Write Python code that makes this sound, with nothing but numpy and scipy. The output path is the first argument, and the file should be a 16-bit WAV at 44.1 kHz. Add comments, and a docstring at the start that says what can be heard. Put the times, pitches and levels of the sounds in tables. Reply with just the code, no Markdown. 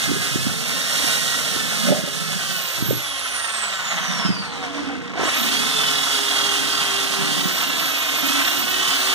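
"""On a tiled floor, a mains drill works its bit into the hub of a stone-like drum, close to a phone.
The trigger is let go, the motor coasts far down, kicks back to full speed, sags again and partly recovers.
Noise bursts at the motor's pace make gear rattle, scrape and hiss; sines at multiples of its speed make
gear whine, fan whistle, squeal and hum. Filtered noise makes the drum's drones and groans, fading sines
its knocks, and short swelling cycles the soft handling thuds. Echoes mix into the left channel."""
import sys
import numpy as np
from scipy import signal
from scipy.fft import rfft, irfft
from scipy.io import wavfile
from scipy.ndimage import map_coordinates

SR = 44100
rng = np.random.default_rng(int(sys.argv[2]) if len(sys.argv) > 2 else 0)


def waveform_to_disk(signal):
    """Save audio, clipped to [-1, 1], as 16-bit WAV at the path in sys.argv[1]."""
    frames = np.transpose(np.atleast_2d(signal))
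    scaled = np.clip(frames, -1, 1) * 32767
    samples = np.round(scaled).astype(np.int16)
    wavfile.write(sys.argv[1], SR, samples)


N = 403074
TIME = np.arange(N) / SR  # seconds
FREQS_HZ = np.maximum(np.fft.rfftfreq(N, 1 / SR), 1)

# Motor speed while the trigger is held. Each row: time in seconds, speed in turns per second (Hz).
HELD_SPEED = [(0, 418.4), (.27, 409), (.59, 450.7), (.96, 469.2), (1.35, 476.7), (1.8, 418.4), (2.11, 415),
              (2.17, 439.5), (2.32, 429), (2.5, 383.3), (5.74, 442), (5.97, 425), (6.3, 410), (6.8, 400.5),
              (7.35, 398), (7.66, 344.5), (8.1, 305.5), (8.22, 305), (8.44, 342.5), (8.62, 366),
              (8.85, 381), (9.14, 389)]
RELEASE_S, RESTART_S, FULL_SPEED_S = 2.5, 5.175, 5.74
# Slowing by dry drag, and the speed at which air drag equals it.
DRY_DRAG_HZ_PER_S, AIR_DRAG_HZ = 95.4, 363
SPIN_UP_S, FREE_SPEED_HZ, WORKING_HZ = .195, 466, 400
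FAN_BLADES, PINION_TEETH, CROWN_TEETH = 39, 4, 42
# The hand swings the drill round, from its side to its back, between these times.
TURN_FROM_S, TURN_TO_S = 2.8, 3.76

# How hard the drill works. Each row: time in seconds, grinding level in dB.
EFFORT = [(0.0, -27), (0.15, -30), (0.25, -27.5), (0.58, -31), (1.07, -24.5), (1.63, -29), (1.88, -25.5),
          (1.99, -32.5), (2.49, -29), (2.92, -31.5), (3.89, -27), (3.92, -26), (4.02, -27), (4.2, -26),
          (4.38, -33.5), (4.76, -31.5), (5.14, -37), (5.19, -27), (5.29, -24), (6.41, -23.5), (8.04, -25.5),
          (8.4, -22.5), (8.73, -25), (8.83, -23), (9.14, -22.5)]
# The bit snags on the rim of the hole and the gear lines swell.
# Each row: peak time in seconds, half length in seconds, lift in dB.
SNAGS = [(3.925, .012, 6.5), (3.98, 0.011, 3), (4.103, 0.013, 0), (4.23, 0.01, 10)]
# How each part follows the effort: level in dB above it, dB gained once turned, dB per dB of motor speed.
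RATTLE_LAW = (-0.56, -0.94, -0.12)
SCRAPE_LAW = (-1.1, -0.088, 0.37)
HISS_LAW = (3.32, -3.5, 0.32)
WHINE_LAW = (0, 0, 0.1)
# The rotor's hum, before its own colour and apart from effort: the same three settings.
HUM_LAW = (-45.5, 10.1, 0.84)

# Colour of the gear rattle from the drill's side. Each row: frequency in Hz, relative level in dB.
RATTLE_SIDE = [(180, -56), (340, -1.5), (520, 11.5), (900, 1), (1400, 8), (2200, 6.5), (3200, 6),
               (5000, -26)]
# The duller rattle from its back. Each row: frequency in Hz, relative level in dB.
RATTLE_BACK = [(180, -75), (380, -4), (600, 2.5), (850, 0), (1200, 4), (2200, 3), (3200, -0.5), (5000, -48)]
# Colour of the scraping bit. Each row: frequency in Hz, relative level in dB.
SCRAPE = [(1500, -28), (2800, 6.5), (3400, 11), (4400, -3.5), (5000, 6), (6500, -52)]
# Colour of the brushes and cooling air. Each row: frequency in Hz, relative level in dB.
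HISS = [(3000, -16.5), (4200, 2.5), (4900, 0), (6400, 1), (7500, 0), (9300, -1), (11500, -6.5),
        (15500, -13.5)]
# The top of the hiss, which changes with speed. Each row: frequency in Hz, gain in dB.
HISS_TOP = [(6000, -15), (8500, -2.5), (11000, 2.5)]
# Resonances of housing and gearbox. Each row: frequency in Hz, width in Hz, lift in dB.
HOUSING = [(468, 89, -4.5), (715, 114, 4), (1059, 155, 3.5), (1325, 39, 6.5), (1487, 52, 5),
           (1900, 42, 2.5), (2160, 300, 5.5), (3760, 130, 0), (3806, 230, 4), (5600, 58, 6), (5970, 330, 2)]
REPEAT = .25  # share of the clatter's power that comes back with every chuck turn
# The bit rubs once a chuck turn: depth, extra depth when slow, and the motor speed where that sets in.
WOBBLE_DB, SLOW_WOBBLE_DB, WOBBLE_KNEE_HZ = 0.07, 1, 202
BIT_TOUCH_S = 3.925  # a moment when the bit presses hardest in its turn

# Motor and gear-mesh lines. Each row: multiple of the motor speed, relative level in dB from the side,
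# relative level in dB from the back, extra phase flutter before the drill is turned in radians.
ORDERS = [(2, -22, -19, 0), (3, -14, -21, .2), (4, -8.5, -18, 0), (5, -13, -16, .3), (6, -19, -21, .3),
          (7, -13, -14, .3), (8, -11, -10, .6), (9, -16, -13, .3), (10, -20, -15, .3), (11, -14, -14, .3),
          (12, -10.5, -12, 0), (13, -18, -19, .3), (16, -19, -18, .3), (20, -19, -18, .3),
          (24, -20, -22, .3)]
# How well the housing radiates those lines. Each row: frequency in Hz, gain in dB.
RADIATION = [(300, -12), (600, -4), (900, -4), (1100, -2), (1400, -5), (1850, 0), (2250, -2), (2600, 2.5),
             (3100, 1), (3600, -2), (6500, -1), (9000, -6)]
# Colour of the rotor's hum. Each row: frequency in Hz, gain in dB.
HUM_COLOUR = [(80, -26), (150, -6), (220, -3), (310, -4.5), (360, -2.5), (420, -2), (470, 2)]

# The bit squeals as it enters the hole and is pressed in. 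Each row: time in seconds, level in dB.
SQUEAL = [(0, -45), (0.6, -55), (1.6, -52), (1.88, -36), (2.0, -46), (2.4, -42), (3.2, -41), (4.2, -36),
          (4.75, -42), (5.0, -48), (5.5, -42), (5.75, -28), (6.6, -30.5), (7.2, -44), (8.1, -40),
          (9.1, -37)]
# Gear-mesh harmonics that can ring the bit. Each row: multiple of the motor speed, relative level in dB.
MESH = [(8, 0), (12, -2), (16, -3), (20, -1), (24, 1), (32, -9), (36, -9), (48, -8), (60, -9)]
# Resonances of the bit. Each row: frequency in Hz, width in Hz, gain in dB.
BIT_MODES = [(3350, 750, 0), (5900, 1500, -4)]

# Fan level before the vents' colour, and the motor speed around which the fan falls quiet.
WHISTLE_DB, WHISTLE_KNEE_HZ = -31.5, 127
# Colour of the vents. Each row: frequency in Hz, gain in dB.
VENTS = [(3500, -2), (4200, 1), (5600, 3), (7300, 0), (8500, 3), (11000, -3),
         (12000, 0), (14500, 1), (15300, -5), (15600, -20)]
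# Bearings and gear mesh hum under side load. Each row: multiple of the motor speed,
# peak time in seconds, half length in seconds, level in dB.
HUMS = [(.565, 5.55, .12, -33), (.365, 5.8, .25, -38), (.372, 6.7, .3, -39), (.56, 7.6, .14, -38),
        (8, 4.6, .2, -39)]

# Gear teeth slap on their slack: a mains-paced series around the restart, and one faint slap
# as the motor sags later. Each row: time in seconds, level in dB before the gearbox colour.
SLAPS = [(5.136, -17), (5.154, -19), (5.175, -10), (5.194, -10), (5.211, -10), (5.233, -10.5), (5.254, -12),
         (5.274, -11.5), (7.776, -29)]
# Colour of the slaps in the gearbox. Each row: frequency in Hz, gain in dB.
SLAP_COLOUR = [(30, -26), (90, -1), (300, 10), (750, 2.5), (1500, -7), (3500, -10), (7000, -23), (14000, -41)]

# The bit leaves the hole and returns; the fade is centred on each moment.
BIT_OUT_S, BIT_IN_S, CONTACT_FADE_S = 2.36, 4.23, 0.78
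# The drum's two drones: level in dB, dB gained once the drill is turned.
LOW_DRONE, UPPER_DRONE = (-32, -7), (-42.5, 6.5)
# The bit binds and the drum groans. Each row: peak time in seconds, half length in seconds,
# level in dB before the drum's colour, pitch in Hz, width in Hz.
GROANS = [(1.882, 0.071, -23.5, 215, 70), (1.94, 0.091, -32.5, 600, 190), (2.32, 0.27, -32, 173, 45),
          (4.195, 0.25, -29.5, 185, 45.5), (4.867, 0.16, -30.5, 283, 43.8), (5.517, 0.17, -31.5, 225, 45),
          (7.3, 0.16, -29.5, 180, 45), (8.334, 0.17, -32.5, 276, 45)]
# How the drum radiates a groan. Each row: frequency in Hz, gain in dB.
GROAN_RADIATION = [(70, -7), (150, 3.5)]
# Dull knocks as the bit catches and jolts the drum. Each row: start in seconds,
# level in dB before the drum's colour, time to fade by 60 dB in seconds, hardness in dB per octave.
KNOCKS = [(1.881, -21.5, 0.074, 13), (1.903, -13, 0.055, 5.5), (1.918, -19, 0.046, 14.5),
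          (1.989, -26, 0.046, 10), (2.037, -20.5, 0.028, 3), (2.074, -36, 0.053, 16),
          (4.249, -18, 0.07, -14), (4.29, -13.5, 0.099, -24), (7.455, -20.5, 0.052, -10)]
# What the drum rings with when knocked. Each row: frequency in Hz, relative level in dB.
DRUM_MODES = [(122, -26), (190, 7), (255, 0.5), (335, -12), (460, -22), (580, -11), (690, -21), (830, -27)]
# How the small drum radiates a knock. Each row: frequency in Hz, gain in dB.
KNOCK_RADIATION = [(30, -34), (80, -6), (130, 1), (600, -1), (1000, -12)]

# Soft handling thuds of a few cycles. Each row: peak time in seconds, half length in seconds,
# level in dB, pitch in Hz.
THUDS = [(0.096, 0.015, -17.5, 287), (0.117, 0.0031, -9.5, 275), (0.166, 0.0077, -19.5, 393),
         (0.36, 0.0024, -8, 297), (0.47, 0.0037, -9, 235), (0.479, .004, -27, 280),
         (1.045, 0.0058, -18.5, 288), (1.565, 0.003, -17.5, 272), (2.826, 0.0023, -8.5, 240),
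         (2.91, 0.0021, -6.5, 462), (2.932, 0.0038, -13.5, 250)]
# Colour of the rumble under each thud. Each row: frequency in Hz, relative level in dB.
RUMBLE = [(40, -34), (80, 3), (130, 10.5), (220, -2), (400, -5.5), (800, -50)]
# Colour of the background noise. Each row: frequency in Hz, relative level in dB.
BACKGROUND = [(30, -14), (85, 15.5), (300, 4), (8000, -23)]
TONE_HZ, TONE_DB = 479, -41.5  # a faint tone of fixed pitch that shows as the motor slows

# Share of the left port's sound that comes straight from the drill.
# Each row: frequency in Hz, share from 0 to 1.
DIRECT = [(100, .98), (200, .95), (450, .9), (750, .96), (1150, .995), (1500, .92), (1780, .76),
          (2050, .88), (2190, .9995), (2440, .9995), (2600, .75), (3000, .72), (3450, .92), (4200, .68),
          (9000, .6), (11000, .45)]
# How much later the left port hears. Each row: frequency in Hz, delay in seconds.
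PORT_LAG = [(600, .00053), (1300, .00043), (1900, .00044), (2200, .000454), (2440, .00041), (2550, .000408),
            (3050, .00044), (3700, .000415), (9000, .0004)]
# How much louder the left port hears. Each row: frequency in Hz, gain in dB.
PORT_GAIN = [(100, -.5), (200, -5), (650, -3), (1000, -.3), (1550, .6), (1850, -1), (2200, 0), (2440, 0),
             (2700, -3), (4100, -2.5), (6300, -8), (9000, -9), (13000, -13)]
# The drill leans over the drum and extra echo reaches the left port:
# peak time in seconds, half length in seconds, level in dB before the port's gain.
LEAN = (4.75, .5, -12)
TOP_HZ = 15500


def motor_speed():
    """Let go, the motor coasts against air and dry drag; switched on, it races towards its free speed."""
    held, = curves(HELD_SPEED)
    start = np.arctan(np.interp(RELEASE_S, TIME, held) / AIR_DRAG_HZ)
    coast_s = np.clip(TIME, RELEASE_S, RESTART_S) - RELEASE_S
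    coast = AIR_DRAG_HZ * np.tan(start - coast_s * DRY_DRAG_HZ_PER_S / AIR_DRAG_HZ)
    spin_up = np.exp(-np.maximum(TIME - RESTART_S, 0) / SPIN_UP_S)
    free = FREE_SPEED_HZ + (coast - FREE_SPEED_HZ) * spin_up
    return np.where((TIME > RELEASE_S) & (TIME < FULL_SPEED_S), free, held)


def friction(hz, turns):
    """Rattle, scrape and hiss share the effort, and a wobble as the bit rubs once a chuck turn."""
    effort_db, = curves(EFFORT)
    depth_db = WOBBLE_DB + SLOW_WOBBLE_DB / (1 + (hz / WOBBLE_KNEE_HZ) ** 10)
    wobble = undb(depth_db * chuck_swing(turns) + 0.75 * walk(28))
    parts = tooth_rattle(hz, turns) + bit_scrape(hz, turns) + air_hiss(hz, turns)
    return wobble * undb(effort_db) * parts


def tooth_rattle(hz, turns):
    """Each pinion tooth strikes a burst of noise, brighter from the drill's side than from its back."""
    teeth = impacts(turns, count=PINION_TEETH, scatter_db=1.5, ring_s=0.014, hz=hz, repeat=REPEAT)
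    teeth = teeth * undb(1.2 * walk(70))
    side = unit(colour(teeth, over_hz(RATTLE_SIDE) + housing_db()))
    back = unit(colour(teeth, over_hz(RATTLE_BACK) + housing_db()))
    return ((1 - turned()) * side + turned() * back) * undb(law_db(RATTLE_LAW, hz))


def bit_scrape(hz, turns):
    """The bit scrapes in very short bursts at the pace of the pinion teeth."""
    bit = impacts(turns, count=PINION_TEETH, scatter_db=2.5, ring_s=0.0025, hz=hz, repeat=REPEAT)
    bit = bit * undb(walk(60))
    return unit(colour(bit, over_hz(SCRAPE) + housing_db())) * undb(law_db(SCRAPE_LAW, hz))


def air_hiss(hz, turns):
    """Brushes and cooling air hiss in soft pulses once a motor turn."""
    brushes = impacts(turns, count=1, scatter_db=0.66, ring_s=0.017, hz=hz) * undb(.5 * walk(24))
    hiss = unit(colour(brushes, over_hz(HISS) + housing_db()))
    top = colour(hiss, over_hz(HISS_TOP))
    hiss = hiss + top * (np.minimum(hz / 400, 1.2) ** 0.56 - 1)  # slow air loses its top
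    return hiss * undb(law_db(HISS_LAW, hz))


def gears(hz, turns):
    """Motor and mesh lines glide through the housing's resonances; slack teeth make them chatter."""
    back = turned()
    lines = 0
    for order, side_db, back_db, flutter in ORDERS:
        level = undb(side_db + (back_db - side_db) * back)
        smear = .45 + flutter * (1 - back)
        lines = lines + level * line(order, hz, turns, waver_db=2.4, smear=smear)
    pulse = unit(undb(4 * back * chuck_swing(turns)))  # once a chuck turn, as the drill is turned
    chatter = (1 + .35 * walk(90)) * pulse
    whine = colour(lines * chatter, housing_db() + over_hz(RADIATION))
    return whine * undb(effort() + law_db(WHINE_LAW, hz)) + rotor_hum(hz, turns)


def rotor_hum(hz, turns):
    """The unbalanced rotor hums at almost exactly once a turn."""
    unbalance = line(0.99, hz, turns, waver_db=2.5, smear=0.12) * undb(law_db(HUM_LAW, hz))
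    return colour(unbalance, over_hz(HUM_COLOUR))


def squeal(hz, turns):
    """Mesh harmonics ring the bit as they glide through its resonances, in pulses once a chuck turn."""
    squeal_db, = curves(SQUEAL)
    mesh = sum(undb(db) * line(order, hz, turns, waver_db=1.2, smear=.7) for order, db in MESH)
    ring = sum(undb(db) / (1 + (2 * (FREQS_HZ - centre) / width) ** 4)
               for centre, width, db in BIT_MODES)
    throb = unit(undb(9 * chuck_swing(turns) + 1.5 * walk(150)))
    return colour(mesh, 20 * np.log10(ring)) * throb * undb(squeal_db)


def fan(hz, turns):
    """Passing blades whistle with a thin octave; eddies roughen the whistle and the vents colour both."""
    eddies = undb(2.5 * walk(35)) * (1 + .45 * walk(450))
    blades = line(FAN_BLADES, hz, turns, waver_db=2.5, smear=.8) * eddies
    octave = line(2 * FAN_BLADES, hz, turns, waver_db=2, smear=.7) * undb(-13)
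    whistle = colour(blades + octave, over_hz(VENTS))
    return whistle * undb(WHISTLE_DB) / (1 + (WHISTLE_KNEE_HZ / hz) ** 3)


def hums(hz, turns):
    """Tones that follow the motor, swelling and fading as the drill leans."""
    return sum(line(order, hz, turns, waver_db=2.5, smear=0.24) * undb(db) * swell(s, half)
               for order, s, half, db in HUMS)


def slaps(t60=0.07):
    """Hard blows of the teeth clatter through the gearbox as fading bursts of noise."""
    blows = sum(undb(db) * (TIME >= s) * undb(-60 * np.abs(TIME - s) / t60) for s, db in SLAPS)
    return colour(blows * noise() * undb(2 * walk(500)), over_hz(SLAP_COLOUR) + housing_db())


def drum():
    """While the bit is in the hole it shakes the drum: rough, low drones."""
    outside_s = np.maximum(BIT_OUT_S - TIME, TIME - BIT_IN_S)
    contact = np.clip(outside_s / CONTACT_FADE_S + .5, 0, 1)
    low_db, upper_db = (db + turned_db * turned() + 2.0 * walk(7.8)
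                        for db, turned_db in (LOW_DRONE, UPPER_DRONE))
    low = drone(hz=186, width=88)
    upper = drone(hz=274.0, width=58) + undb(-7.5) * drone(hz=460, width=160)
    return contact * (low * undb(low_db) + upper * undb(upper_db))


def drone(hz, width):
    """A low resonance of the drum, rubbed unevenly: noise in a narrow band."""
    return unit(colour(noise(), -20 * np.log10(1 + (2 * (FREQS_HZ - hz) / width) ** 2)))


def groans():
    """Each time the bit binds, a rough low note swells and fades; the drum radiates little of its bass."""
    notes = sum(drone(hz, width) * undb(db) * swell(s, half) for s, half, db, hz, width in GROANS)
    return colour(notes, over_hz(GROAN_RADIATION))


def knocks(rise_s=.0014, rough=.25):
    """Each jolt is a soft push and a short, rough ring of the drum's modes, with little deep bass."""
    out, t = np.zeros(N + SR), TIME[:SR // 4]
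    main_hz = DRUM_MODES[1][0]
    for s, db, t60, hardness_db in KNOCKS:
        shape = (1 - np.exp(-t / rise_s)) ** 2 * undb(-60 * t / t60)
        ring = 0
        for hz, mode_db in DRUM_MODES:
            level = undb(mode_db + hardness_db * np.log2(hz / main_hz))  # a hard blow favours high modes
            ring = ring + level * np.sin(2 * np.pi * hz * t)
        start = max(int(s * SR), 0)
        out[start:start + len(t)] += undb(db) * shape / shape.max() * ring
    return colour(out[:N] * (1 + rough * walk(420)), over_hz(KNOCK_RADIATION))


def thuds(rumble_db=-20, rumble_s=0.07):
    """Each handling thud is a few uneven cycles inside a longer, low rumble."""
    drift = .35 * walk(250)  # radians
    rumble = unit(colour(noise(), over_hz(RUMBLE))) * undb(rumble_db)
    out = 0
    for s, half, db, hz in THUDS:
        cycles = swell(s, half) * np.cos(2 * np.pi * hz * (TIME - s) + drift)
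        out = out + undb(db) * (cycles + swell(s, rumble_s) * rumble)
    return out


def background():
    """Faint, mostly low noise, with a tone of fixed pitch that swells and fades."""
    low_noise = unit(colour(noise(), over_hz(BACKGROUND))) * undb(-46.0)
    tone = np.sqrt(2) * np.sin(2 * np.pi * TONE_HZ * TIME)
    return low_noise + undb(TONE_DB) * swell(4.8, half=0.7) * tone


def echoes(x, t60=.4, drift_hz=3, count=3):
    """Echoes from floor and gate, as fading noise; their mix shifts as the drill moves in the hand."""
    shares = np.array([walk(drift_hz) for _ in range(count)])
    shares /= np.sqrt(np.sum(shares ** 2, axis=0))
    tails = [noise() * undb(-60 * TIME / t60) for _ in range(count)]
    return sum(share * irfft(rfft(x) * rfft(tail), N) / np.sqrt(np.sum(tail ** 2))
               for share, tail in zip(shares, tails))


def ports(x):
    """The left port is flipped, later, duller and more echoing; near 2.3 kHz the two ports oppose."""
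    share, room = over_hz(DIRECT), echoes(x)
    delay = np.exp(-2j * np.pi * FREQS_HZ * over_hz(PORT_LAG))
    direct = rfft(x) * share * delay
    s, half, db = LEAN
    diffuse = rfft(room) * np.sqrt(1 - share ** 2) + rfft(room * undb(db) * swell(s, half))
    left = -irfft((direct + diffuse) * undb(over_hz(PORT_GAIN)), N)
    return np.array([left, x])


def impacts(turns, count, scatter_db, ring_s, hz, repeat=0):
    """Fading noise bursts, count a turn, each its own size; a share repeats every CROWN_TEETH bursts."""
    tooth = turns * count
    number, phase = tooth.astype(int), tooth % 1
    size = undb(scatter_db * rng.standard_normal(N))[number]
    span = 1 / (count * hz * ring_s)  # gap between blows, in ring times
    burst = np.exp(-phase * span) / np.sqrt((1 - np.exp(-2 * span)) / (2 * span))  # even power
    place = (number % CROWN_TEETH) * 1024 + phase * SR / (count * hz)  # where each tooth's noise is kept
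    worn = map_coordinates(noise(), [place], order=2)
    return size * burst * (np.sqrt(1 - repeat) * noise() + np.sqrt(repeat) * worn)


def line(order, hz, turns, waver_db, smear):
    """A sine at a multiple of the motor speed, wavering in size and phase."""
    audible = np.clip((SR * .45 - order * hz) / 1000, 0, 1)  # fade out before the highest pitch possible
    phase = 2 * np.pi * order * turns + smear * walk(70)
    return audible * undb(waver_db * walk(9)) * np.sqrt(2) * np.sin(phase)


def chuck_swing(turns):
    """Once a chuck turn the bit presses (1) and eases off (-1)."""
    since_touch = turns - np.interp(BIT_TOUCH_S, TIME, turns)
    return np.cos(2 * np.pi * since_touch * PINION_TEETH / CROWN_TEETH)


def housing_db():
    """Lift that the housing's resonances give each frequency."""
    return sum(db / (1 + (2 * (FREQS_HZ - hz) / width) ** 2) for hz, width, db in HOUSING)


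def effort():
    """Level in dB that drives the gear lines: the grinding effort with a brief lift at each snag."""
    return curves(EFFORT)[0] + sum(db * swell(s, half) for s, half, db in SNAGS)


def turned():
    """How far the drill has been swung round, 0-1."""
    return np.clip((TIME - TURN_FROM_S) / (TURN_TO_S - TURN_FROM_S), 0, 1)


def law_db(law, hz):
    """Level of a part, from the way the drill faces and the motor speed."""
    db, turned_db, slope = law
    return db + turned_db * turned() + slope * 20 * np.log10(hz / WORKING_HZ)


def swell(s, half):
    """A bell-shaped rise and fall; one half length from its peak it is down to 37 percent."""
    return np.exp(-np.minimum(((TIME - s) / half) ** 2, 60))


def walk(rate):
    """Smooth chance with spread near 1, changing rate times a second."""
    points = rng.standard_normal(4096)
    return map_coordinates(points, [TIME * rate], order=2, mode="wrap")


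def noise():
    """White noise."""
    return rng.standard_normal(N)


def colour(x, db):
    """Filter by a gain in dB for each frequency."""
    return irfft(rfft(x) * undb(db), N)


def unit(x):
    """Scale to an average (rms) level of 1."""
    return x / np.sqrt(np.mean(x ** 2))


def over_hz(points):
    """A frequency table joined by straight lines on a log frequency axis."""
    hz, values = np.transpose(points)
    return np.interp(np.log(FREQS_HZ), np.log(hz), values)


def curves(table):
    """The columns of a time table, one value per sample."""
    s, *columns = np.transpose(table)
    return [np.interp(TIME, s, c) for c in columns]


def undb(db):
    """Decibels to gain."""
    return 10 ** (np.asarray(db) / 20)


def scene():
    """One shaft drives the drill's parts; drum, thuds and a faint background join them."""
    hz = motor_speed() * (1 + .0012 * walk(22))
    turns = np.cumsum(hz) / SR
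    drill = friction(hz, turns) + gears(hz, turns) + squeal(hz, turns)
    drill = drill + fan(hz, turns) + hums(hz, turns) + slaps()
    return ports(drill + drum() + groans() + knocks() + thuds() + background())


def record(dry):
    """The phone rounds the loudest peaks and cuts the top."""
    rounded = .85 * np.tanh(dry / .85)
    low_pass = signal.ellip(10, .2, 80, TOP_HZ, fs=SR, output="sos")
    return signal.sosfilt(low_pass, rounded)


dry = scene()
out = record(dry)
waveform_to_disk(out)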